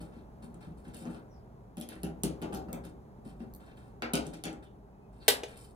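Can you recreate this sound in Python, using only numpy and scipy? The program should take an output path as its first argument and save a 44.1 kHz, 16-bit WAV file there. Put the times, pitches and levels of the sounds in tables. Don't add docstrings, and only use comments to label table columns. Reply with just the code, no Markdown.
import sys
import numpy as np
from scipy import signal
from scipy.fft import rfft, irfft, next_fast_len
from scipy.io import wavfile
from scipy.ndimage import map_coordinates

SR = 44100
rng = np.random.default_rng(int(sys.argv[2]) if len(sys.argv) > 2 else 0)


def digitize_waveform(pressure):
    field = np.atleast_2d(pressure).T
    bounded = np.clip(field, -1, 1)
    quanta = np.round(bounded * 32767).astype(np.int16)
    wavfile.write(sys.argv[1], SR, quanta)


N = 253575
SCENE_T = np.arange(N) / SR
T = np.arange(int(.6 * SR)) / SR


def amp(db):
    return 10 ** (np.asarray(db) / 20)


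def unit(x):
    return x / np.sqrt(np.mean(x ** 2) + 1e-20)


def at_level(x, db):
    head = x[..., :int(.04 * SR)]
    return amp(db) * x / np.sqrt(np.mean(head ** 2) + 1e-20)


def along(points, hz):
    frequencies, values = np.transpose(points)
    return np.interp(np.log(hz + 1), np.log(frequencies), values)


def filtered(x, response):
    n = x.shape[-1]
    size = next_fast_len(n + 4096)
    return irfft(rfft(x, size) * response(np.fft.rfftfreq(size, 1 / SR)), size)[..., :n]


def coloured(x, spectrum, size=2048):
    cepstrum = irfft(np.log(amp(along(spectrum, np.fft.rfftfreq(size, 1 / SR)))))
    cepstrum[1:size // 2] *= 2
    cepstrum[size // 2:] = 0
    return signal.fftconvolve(x, irfft(np.exp(rfft(cepstrum))))[:len(x)]


def delay(hz, left_s, right_s):
    return np.exp(-2j * np.pi * hz * np.array([[left_s], [right_s]]))


def add(track, time, sound):
    start = max(round(time * SR), 0)
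    track[:, start:start + sound.shape[1]] += sound[:, :N - start]


def burst(spectrum, t60, spikiness=1):
    return coloured(rng.standard_normal(len(T)) ** spikiness * amp(-60 * T / t60), spectrum)


def ring(modes, scatter_db, attack_s):
    hz, db, t60 = np.transpose(modes)[:, :, None]
    level = db + scatter_db * rng.standard_normal(db.shape)
    polarity = rng.choice([-1, 1], db.shape)
    partials = polarity * amp(level - 60 * T / t60) * np.sin(2 * np.pi * hz * T)
    return np.sum(partials, axis=0) * (1 - np.exp(-T / attack_s))


# (frequency [Hz], correlation [-1 to 1])
COHERENCE = [(60, 0.79), (150, 0.93), (300, 0.43), (640, -0.12), (1400, 0.49), (3000, -0.22),
             (7000, -0.0062)]

def diffuse(n, wall_lag_s=0.0003015):
    angle = lambda hz: np.arccos(np.clip(along(COHERENCE, hz), -1, 1)) / 2
    weights = lambda hz: np.array([np.cos(angle(hz)), np.sin(angle(hz))])
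    mid, side = filtered(rng.standard_normal((2, n)), weights)
    wall = filtered(rng.standard_normal(n), lambda hz: delay(hz, 0, wall_lag_s))
    return np.array([mid + side, mid - side]) + wall


# (frequency [Hz], T60 [s])
ROOM_DECAY = [(150, 0.34), (400, 0.54), (1000, 0.44), (2800, 0.23), (7000, 0.21), (14000, 0.14)]

def in_room(x, wet_db, lag_s=0.0002183, build_s=0.0033):
    hz, t, field = signal.stft(diffuse(len(T)), SR, nperseg=256)
    decay = amp(-60 * t / along(ROOM_DECAY, hz)[:, None])
    tail = signal.istft(field * decay, SR, nperseg=256)[1][:, :len(T)]
    tail *= 1 - np.exp(-T / build_s)
    reverb = signal.fftconvolve(x[None], tail / np.linalg.norm(tail[0]), axes=1)[:, :len(x)]
    return filtered(x, lambda f: delay(f, lag_s, 0)) + amp(wet_db) * reverb


# (frequency [Hz], density [dB])
RUMBLE_SPECTRUM = [(15, -54), (25, -24), (55, 4), (92, -9.5), (123, -2), (153, -8), (195, -5), (335, -14),
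                   (405, -9), (476, -16), (818, -16), (1520, -31.5), (2480, -42), (2840, -46.5),
                   (16000, -52.5)]
# (time [s], relative level [dB])
RUMBLE_LEVELS = [(0.0, -54.5), (1.31, -55.5), (1.84, -57.5), (2.53, -50.5), (2.88, -55.5), (3.94, -55.5),
                 (4.16, -58), (5.75, -57)]

def room_tone(gain_db=4, hum_hz=120, hum_db=-65):
    rumble = unit(filtered(diffuse(N), lambda hz: amp(along(RUMBLE_SPECTRUM, hz))))
    level = np.interp(SCENE_T, *np.transpose(RUMBLE_LEVELS)) + gain_db
    hum = amp(hum_db) * np.sin(2 * np.pi * hum_hz * SCENE_T)
    return rumble * amp(level) + hum


# (frequency [Hz], level [dB], T60 [s])
HINGE_MODES = [(1350, 0, .025), (1560, -4, .02), (2400, -4, .02), (2700, 1, .03), (3120, 1, .028),
               (3600, 0, .022), (4350, 0, .022), (4850, -1, .022), (5500, 2, .028), (6450, 0, .02)]

def friction(spectrum, grain_db, grain_hz, ring_db, catch_db=-2.0, catch_hz=70):
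    wander = lambda hz: map_coordinates(rng.standard_normal(N), [np.arange(N) * hz / SR], order=1)
    slips = amp(grain_db * wander(grain_hz) + catch_db * wander(catch_hz)) * rng.standard_normal(N)
    hinge = signal.fftconvolve(slips, ring(HINGE_MODES, scatter_db=0, attack_s=.0003))[:N]
    sliding = coloured(unit(slips) + amp(ring_db) * unit(hinge), spectrum)
    return unit(in_room(sliding, wet_db=-1))


# (frequency [Hz], density [dB])
RUB_SPECTRUM = [(200, 15), (700, 15.5), (1500, 11.5), (2200, 6.5), (3500, 6), (6000, -8.5), (9000, -30.5),
                (15000, -55.5)]
SCRATCH_SPECTRUM = [(1800, -7.5), (2300, -3.5), (2900, -4), (3500, 0), (3800, -1.5), (4300, 2),
                    (4900, -4.5), (5400, -2), (6900, -7), (7700, 7), (9000, 5.5), (10800, 3), (12500, -8.5),
                    (14000, -1), (16000, -44)]
# (time [s], duration [s], relative rub level [dB], relative scratch level [dB])
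STROKES = [(0.0, 0.02, -61.5, -65.5), (0.119, 0.07, -68.5, -86.5), (0.42, 0.018, -64.5, -67),
           (0.604, 0.048, -64.5, -74), (0.771, 0.02, -90, -74.5), (0.84, 0.063, -70, -76.5),
           (0.935, 0.093, -65.5, -64.5), (1.064, 0.088, -68, -88), (1.097, 0.036, -81, -70.5),
           (1.914, 0.018, -55.5, -67), (2.835, 0.0093, -61, -67.5), (3.244, 0.064, -69, -73.5),
           (3.392, 0.034, -71, -82), (3.597, 0.11, -66.5, -78.5), (3.765, 0.11, -71.5, -79),
           (4.248, 0.02, -63, -68), (4.327, 0.015, -58, -67.5), (4.622, 0.014, -64, -75.5),
           (5.124, 0.37, -79, -81), (5.21, 0.24, -70, -84), (5.478, 0.083, -64.5, -68.5),
           (5.566, 0.088, -76.5, -64)]

def rubbing(rise_s=0.0064, fade_db_per_s=232.5):
    out = np.zeros((2, N))
    rub = friction(RUB_SPECTRUM, grain_db=5, grain_hz=400, ring_db=-6)
    scratch = friction(SCRATCH_SPECTRUM, grain_db=6, grain_hz=450, ring_db=-5)
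    for time, duration, rub_db, scratch_db in STROKES:
        grip = np.clip((SCENE_T - time) / rise_s, 0, 1)
        release = amp(-fade_db_per_s * np.maximum(SCENE_T - time - duration, 0))
        out += grip * release * (amp(rub_db + 4.5) * rub + amp(scratch_db + 5) * scratch)
    return out


# (frequency / clack pitch [ratio], density [dB])
CLACK_SPECTRUM = [(.3, -19), (.55, -3), (.8, 2), (1.1, 1), (1.6, -5), (2.3, -10), (3.2, -13.5), (5, -39)]

def hinge_clack(db, hz):
    spectrum = np.multiply(CLACK_SPECTRUM, [hz, 1])
    grit = burst(spectrum, t60=0.19, spikiness=5)
    modes = coloured(ring(HINGE_MODES, scatter_db=2.5, attack_s=.0003), spectrum)
    strike = burst(spectrum, t60=0.007)
    plastic = at_level(strike, 0) + at_level(grit, -9) + at_level(modes, -5)
    return at_level(in_room(plastic, wet_db=4), db - 5)


# (frequency [Hz], density [dB])
LID_SPECTRUM = [(150, -12.5), (300, 12), (480, 0), (800, 5.5), (1050, -11), (1400, -3.5), (2200, -31),
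                (5000, -30.5)]
# (frequency [Hz], level [dB], T60 [s])
LID_MODES = [(398.4, 6, 0.083), (456, 1.5, 0.085), (524.4, -1, 0.2), (598.4, -5.5, 0.21), (628, -14, 0.12),
             (684, -25, 0.13), (770, -8, 0.26), (804, -4, 0.15), (860, -9.5, 0.14), (1210, -7.5, 0.062)]

def lid_knock(db):
    strike = at_level(burst(LID_SPECTRUM, t60=0.077), 0)
    modes = at_level(ring(LID_MODES, scatter_db=3, attack_s=0.0024), -0.5)
    return at_level(in_room(strike + modes, wet_db=2), db - 6)


# (frequency [Hz], density [dB])
CABINET_SPECTRUM = [(70, -30.5), (120, -30), (165, 14), (230, 4), (330, -6.5), (500, -20), (900, -22.5),
                    (3000, -56)]
# (frequency [Hz], level [dB], T60 [s])
CABINET_MODES = [(66, -14, 0.9), (168, -2, 0.16), (183, -9, 0.12), (208, -11, 0.09), (236, 1.5, 0.19),
                 (283, -5, 0.17), (319, -5, 0.3), (390, -8, 0.17)]

def cabinet_thump(db, spot_hz, spot_db=6.5, spot_octaves=0.14):
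    hz, mode_db, t60 = np.transpose(CABINET_MODES)
    boost_db = spot_db * np.exp(-(np.log2(hz / spot_hz) / spot_octaves) ** 2)
    modes = np.transpose([hz, mode_db + boost_db, t60])
    thud = at_level(burst(CABINET_SPECTRUM, t60=0.059), -3)
    boom = at_level(ring(modes, scatter_db=2, attack_s=0.0048), 0)
    return at_level(in_room(thud + boom, wet_db=-6), db - 2.5)


# (time [s], knock [dB], thump [dB], thump pitch [Hz])
FINGER_BUMPS = [(0.007, -47.5, -42.5, 343), (0.157, -64, -47.5, 230), (0.43, -53.5, -45.5, 239),
                (0.67, -56, -43, 168), (0.866, -55, -47.5, 167), (1.019, -51, -42.5, 239),
                (1.059, -47, -41.5, 235), (1.094, -52, -49, 228), (2.426, -36.5, -45, 320),
                (2.525, -37, -40.5, 334), (2.685, -43, -41.5, 181), (3.253, -53, -44, 243),
                (3.404, -46.5, -39.5, 234)]

def bumps():
    out = np.zeros((2, N))
    for time, knock_db, thump_db, thump_hz in FINGER_BUMPS:
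        clack = hinge_clack(knock_db - 13.5, hz=1630)
        add(out, time, clack + lid_knock(knock_db) + cabinet_thump(thump_db, thump_hz))
    return out


# (frequency / tick pitch [ratio], density [dB])
TICK_SPECTRUM = [(.1, -33.5), (.3, -6), (.55, -9.5), (.78, -0.5), (1, 8), (1.2, -6.5), (1.55, -9), (2, -19)]
# (frequency [Hz], level [dB], T60 [s])
SHAFT_MODES = [(6030, -1, 0.025), (7950, -3, 0.02), (9430, 0, 0.027), (9840, -3, .02), (10510, 2, 0.02),
               (12600, 1, .018), (13300, -1, 0.016), (14100, 1, .016)]

def steel_tick(db, hz):
    spectrum = np.multiply(TICK_SPECTRUM, [hz, 1])
    strike = burst(spectrum, t60=.006)
    shaft = coloured(ring(SHAFT_MODES, scatter_db=2.5, attack_s=0.0004), spectrum)
    skid = burst(spectrum, t60=0.06, spikiness=5)
    steel = at_level(strike, 0) + at_level(shaft, -6) + at_level(skid, -10)
    return at_level(in_room(steel, wet_db=-5), db - 13.5)


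# (time [s], tick [dB], tick pitch [Hz], clack [dB], clack pitch [Hz], thump [dB], thump pitch [Hz])
TOOL_TAPS = [(0.543, -56, 8600, -67.5, 1480, -48.5, 182), (0.882, -60, 9500, -66.5, 3500, -51.5, 170),
             (0.9454, -47, 10700, -56, 3400, -48.5, 303), (1.0539, -56, 6340, -51.5, 1150, -40.5, 232),
             (1.146, -62, 10500, -54.5, 1660, -54.5, 165), (1.7706, -48, 11500, -54, 3250, -38.5, 220),
             (1.812, -37, 11100, -49.5, 3200, -59.5, 302), (1.8888, -38.5, 11100, -51.5, 3040, -51, 326),
             (1.955, -56, 10400, -58, 1510, -52, 310), (2.033, -35.5, 11600, -47.5, 2600, -33, 172),
             (2.2349, -24, 9700, -40.5, 3480, -28.5, 303), (2.417, -49, 12500, -51, 2280, -38, 170),
             (2.4227, -46.5, 8800, -50, 3530, -46, 327), (2.5304, -48, 8600, -54, 3800, -39.5, 320),
             (2.540, -43, 9100, -62, 3850, -44, 320), (2.547, -42, 12700, -49.5, 4250, -46.5, 320),
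             (2.7295, -39, 14500, -47, 1230, -38, 170), (2.8498, -50, 11100, -59, 3300, -47.5, 169),
             (4.0217, -43.5, 8050, -33, 1490, -40, 400), (4.135, -27.5, 11700, -33, 3470, -28.5, 234),
             (4.154, -28, 8500, -36.5, 3900, -47, 239), (4.268, -42.5, 8600, -59, 3280, -39.5, 286),
             (4.336, -54.5, 8200, -54, 3100, -50.5, 244), (4.438, -36, 11200, -41.5, 3570, -43, 310),
             (4.4538, -40, 8440, -43, 1720, -41, 305), (4.467, -52.5, 8600, -48, 3400, -48, 322),
             (4.529, -51, 8000, -58, 1690, -47, 305)]
# (time [s], relative level [dB], tick pitch [Hz])
TOOL_SKIPS = [(0.9495, -52, 10200), (0.968, -48, 10800), (0.99, -53, 9100), (1.012, -62, 9500),
              (1.782, -48, 11000), (1.8008, -45, 12500), (1.822, -55, 10500), (2.044, -52.5, 10800),
              (2.235, -33.5, 13500), (2.572, -49, 12500), (2.688, -69, 9250), (2.7299, -39, 8500),
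              (2.854, -57, 11500), (3.538, -48.5, 13600), (3.549, -47, 13600), (3.562, -51, 13700),
              (4.138, -27, 8100), (4.2657, -49, 5850)]

def taps():
    out = np.zeros((2, N))
    for time, tick_db, tick_hz, clack_db, clack_hz, thump_db, thump_hz in TOOL_TAPS:
        knock_db = (clack_db + thump_db) / 2 + 1.5
        contact = steel_tick(tick_db, tick_hz) + hinge_clack(clack_db, clack_hz)
        body = lid_knock(knock_db) + cabinet_thump(thump_db, thump_hz)
        add(out, time, contact + body)
    for time, db, hz in TOOL_SKIPS:
        add(out, time, steel_tick(db, hz))
    return out


# (time [s], duration [s], start pitch [Hz], end pitch [Hz], width [Hz], level [dB])
SQUEAK_GLIDES = [(1.275, .13, 6100, 4600, 400, -77), (4.635, .05, 3300, 3200, 400, -70),
                 (4.86, .3, 2570, 2520, 50, -83), (5.197, .05, 4400, 4100, 600, -66)]

def squeaks():
    out = np.zeros((2, N))
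    for time, duration, start_hz, end_hz, width_hz, db in SQUEAK_GLIDES:
        progress = np.clip(T / duration, 0, 1)
        waver = unit(filtered(rng.standard_normal(len(T)), lambda hz: np.exp(-(hz / width_hz) ** 2)))
        pitch = start_hz + progress * (end_hz - start_hz)
        tone = waver * np.sin(2 * np.pi * np.cumsum(pitch) / SR)
        add(out, time, in_room(amp(db) * np.sin(np.pi * progress) * tone, wet_db=2))
    return out


# (frequency [Hz], density [dB])
CRACK_SPECTRUM = [(150, -33), (250, 6), (340, -4), (500, 6), (750, 4.5), (1100, 1), (2100, 2), (3200, 7),
                  (5000, 7), (6500, 3.5), (10000, 6), (14500, 4), (16000, -12)]
# (frequency [Hz], level [dB], T60 [s])
PART_MODES = [(1143, -6, 0.11), (1530, 2, 0.13), (1958, 6, 0.12), (2243, 3, 0.1), (2907, 2, 0.16),
              (3155, 2, 0.12), (3570, 3, 0.1), (3917, 3, 0.15), (4280, 2, 0.09), (4896, 2, 0.13),
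              (5474, -4, 0.15), (5712, -5, 0.17), (6420, 10, 0.05), (6960, -3, 0.13), (7779, -3, 0.15),
              (8603, -5, 0.14), (9467, 0, 0.13), (10240, -3, 0.13), (10630, -3, 0.13), (13500, -2, 0.1),
              (13860, -3, 0.11), (14237, -1, 0.12)]
HOLLOW_MODES = [(356, -8, 0.032), (416, -2, 0.13), (470, 4.5, 0.056), (627, 1.5, 0.04), (710, -11.5, 0.1),
                (817, -6.5, 0.075)]
# (time [s], chatter [s], crack [dB], clack [dB], ring [dB], knock [dB])
LANDINGS = [(5.2808, .0083, -30.5, -31.5, -30, -28), (5.434, 0.0011, -72, -47, -52.5, -41)]

def snap(contacts=5, swell_db=1, clack_hz=2900, lag_s=.00003):
    out = np.zeros((2, N))
    for time, chatter_s, crack_db, clack_db, ring_db, knock_db in LANDINGS:
        for progress in np.linspace(0, 1, contacts):
            db = crack_db + swell_db * (np.sin(np.pi * progress) - .5)
            crack = in_room(burst(CRACK_SPECTRUM, t60=0.0024), wet_db=1.5)
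            spread = np.array([burst(CRACK_SPECTRUM, t60=0.0058) for side in range(2)])
            add(out, time + progress * chatter_s, at_level(crack, db) + at_level(spread, db - 2.5))
        spectrum = np.multiply(CLACK_SPECTRUM, [clack_hz, 1])
        clack = in_room(burst(spectrum, t60=0.037), wet_db=-4.5, lag_s=lag_s)
        part = in_room(ring(PART_MODES, scatter_db=1, attack_s=0.0008), wet_db=-18, lag_s=lag_s)
        hollow = in_room(ring(HOLLOW_MODES, scatter_db=1, attack_s=0.0015), wet_db=-15)
        add(out, time, at_level(clack, clack_db) + at_level(part, ring_db) + at_level(hollow, knock_db))
    return out


# (frequency [Hz], left minus right [dB])
BALANCE = [(60, 1.5), (130, -2.5), (250, 3.5), (900, 4), (2000, 0.5), (8000, 0)]

def scene():
    work = taps() + bumps() + snap() + rubbing() + squeaks()
    side_gains = lambda hz: amp(along(BALANCE, hz) * np.array([[.5], [-.5]]))
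    return filtered(work, side_gains) + room_tone()


def record(dry, cutoff_hz=16000):
    return filtered(dry, lambda hz: 1 / np.sqrt(1 + (hz / cutoff_hz) ** 160))


dry = scene()
out = record(dry)
digitize_waveform(out)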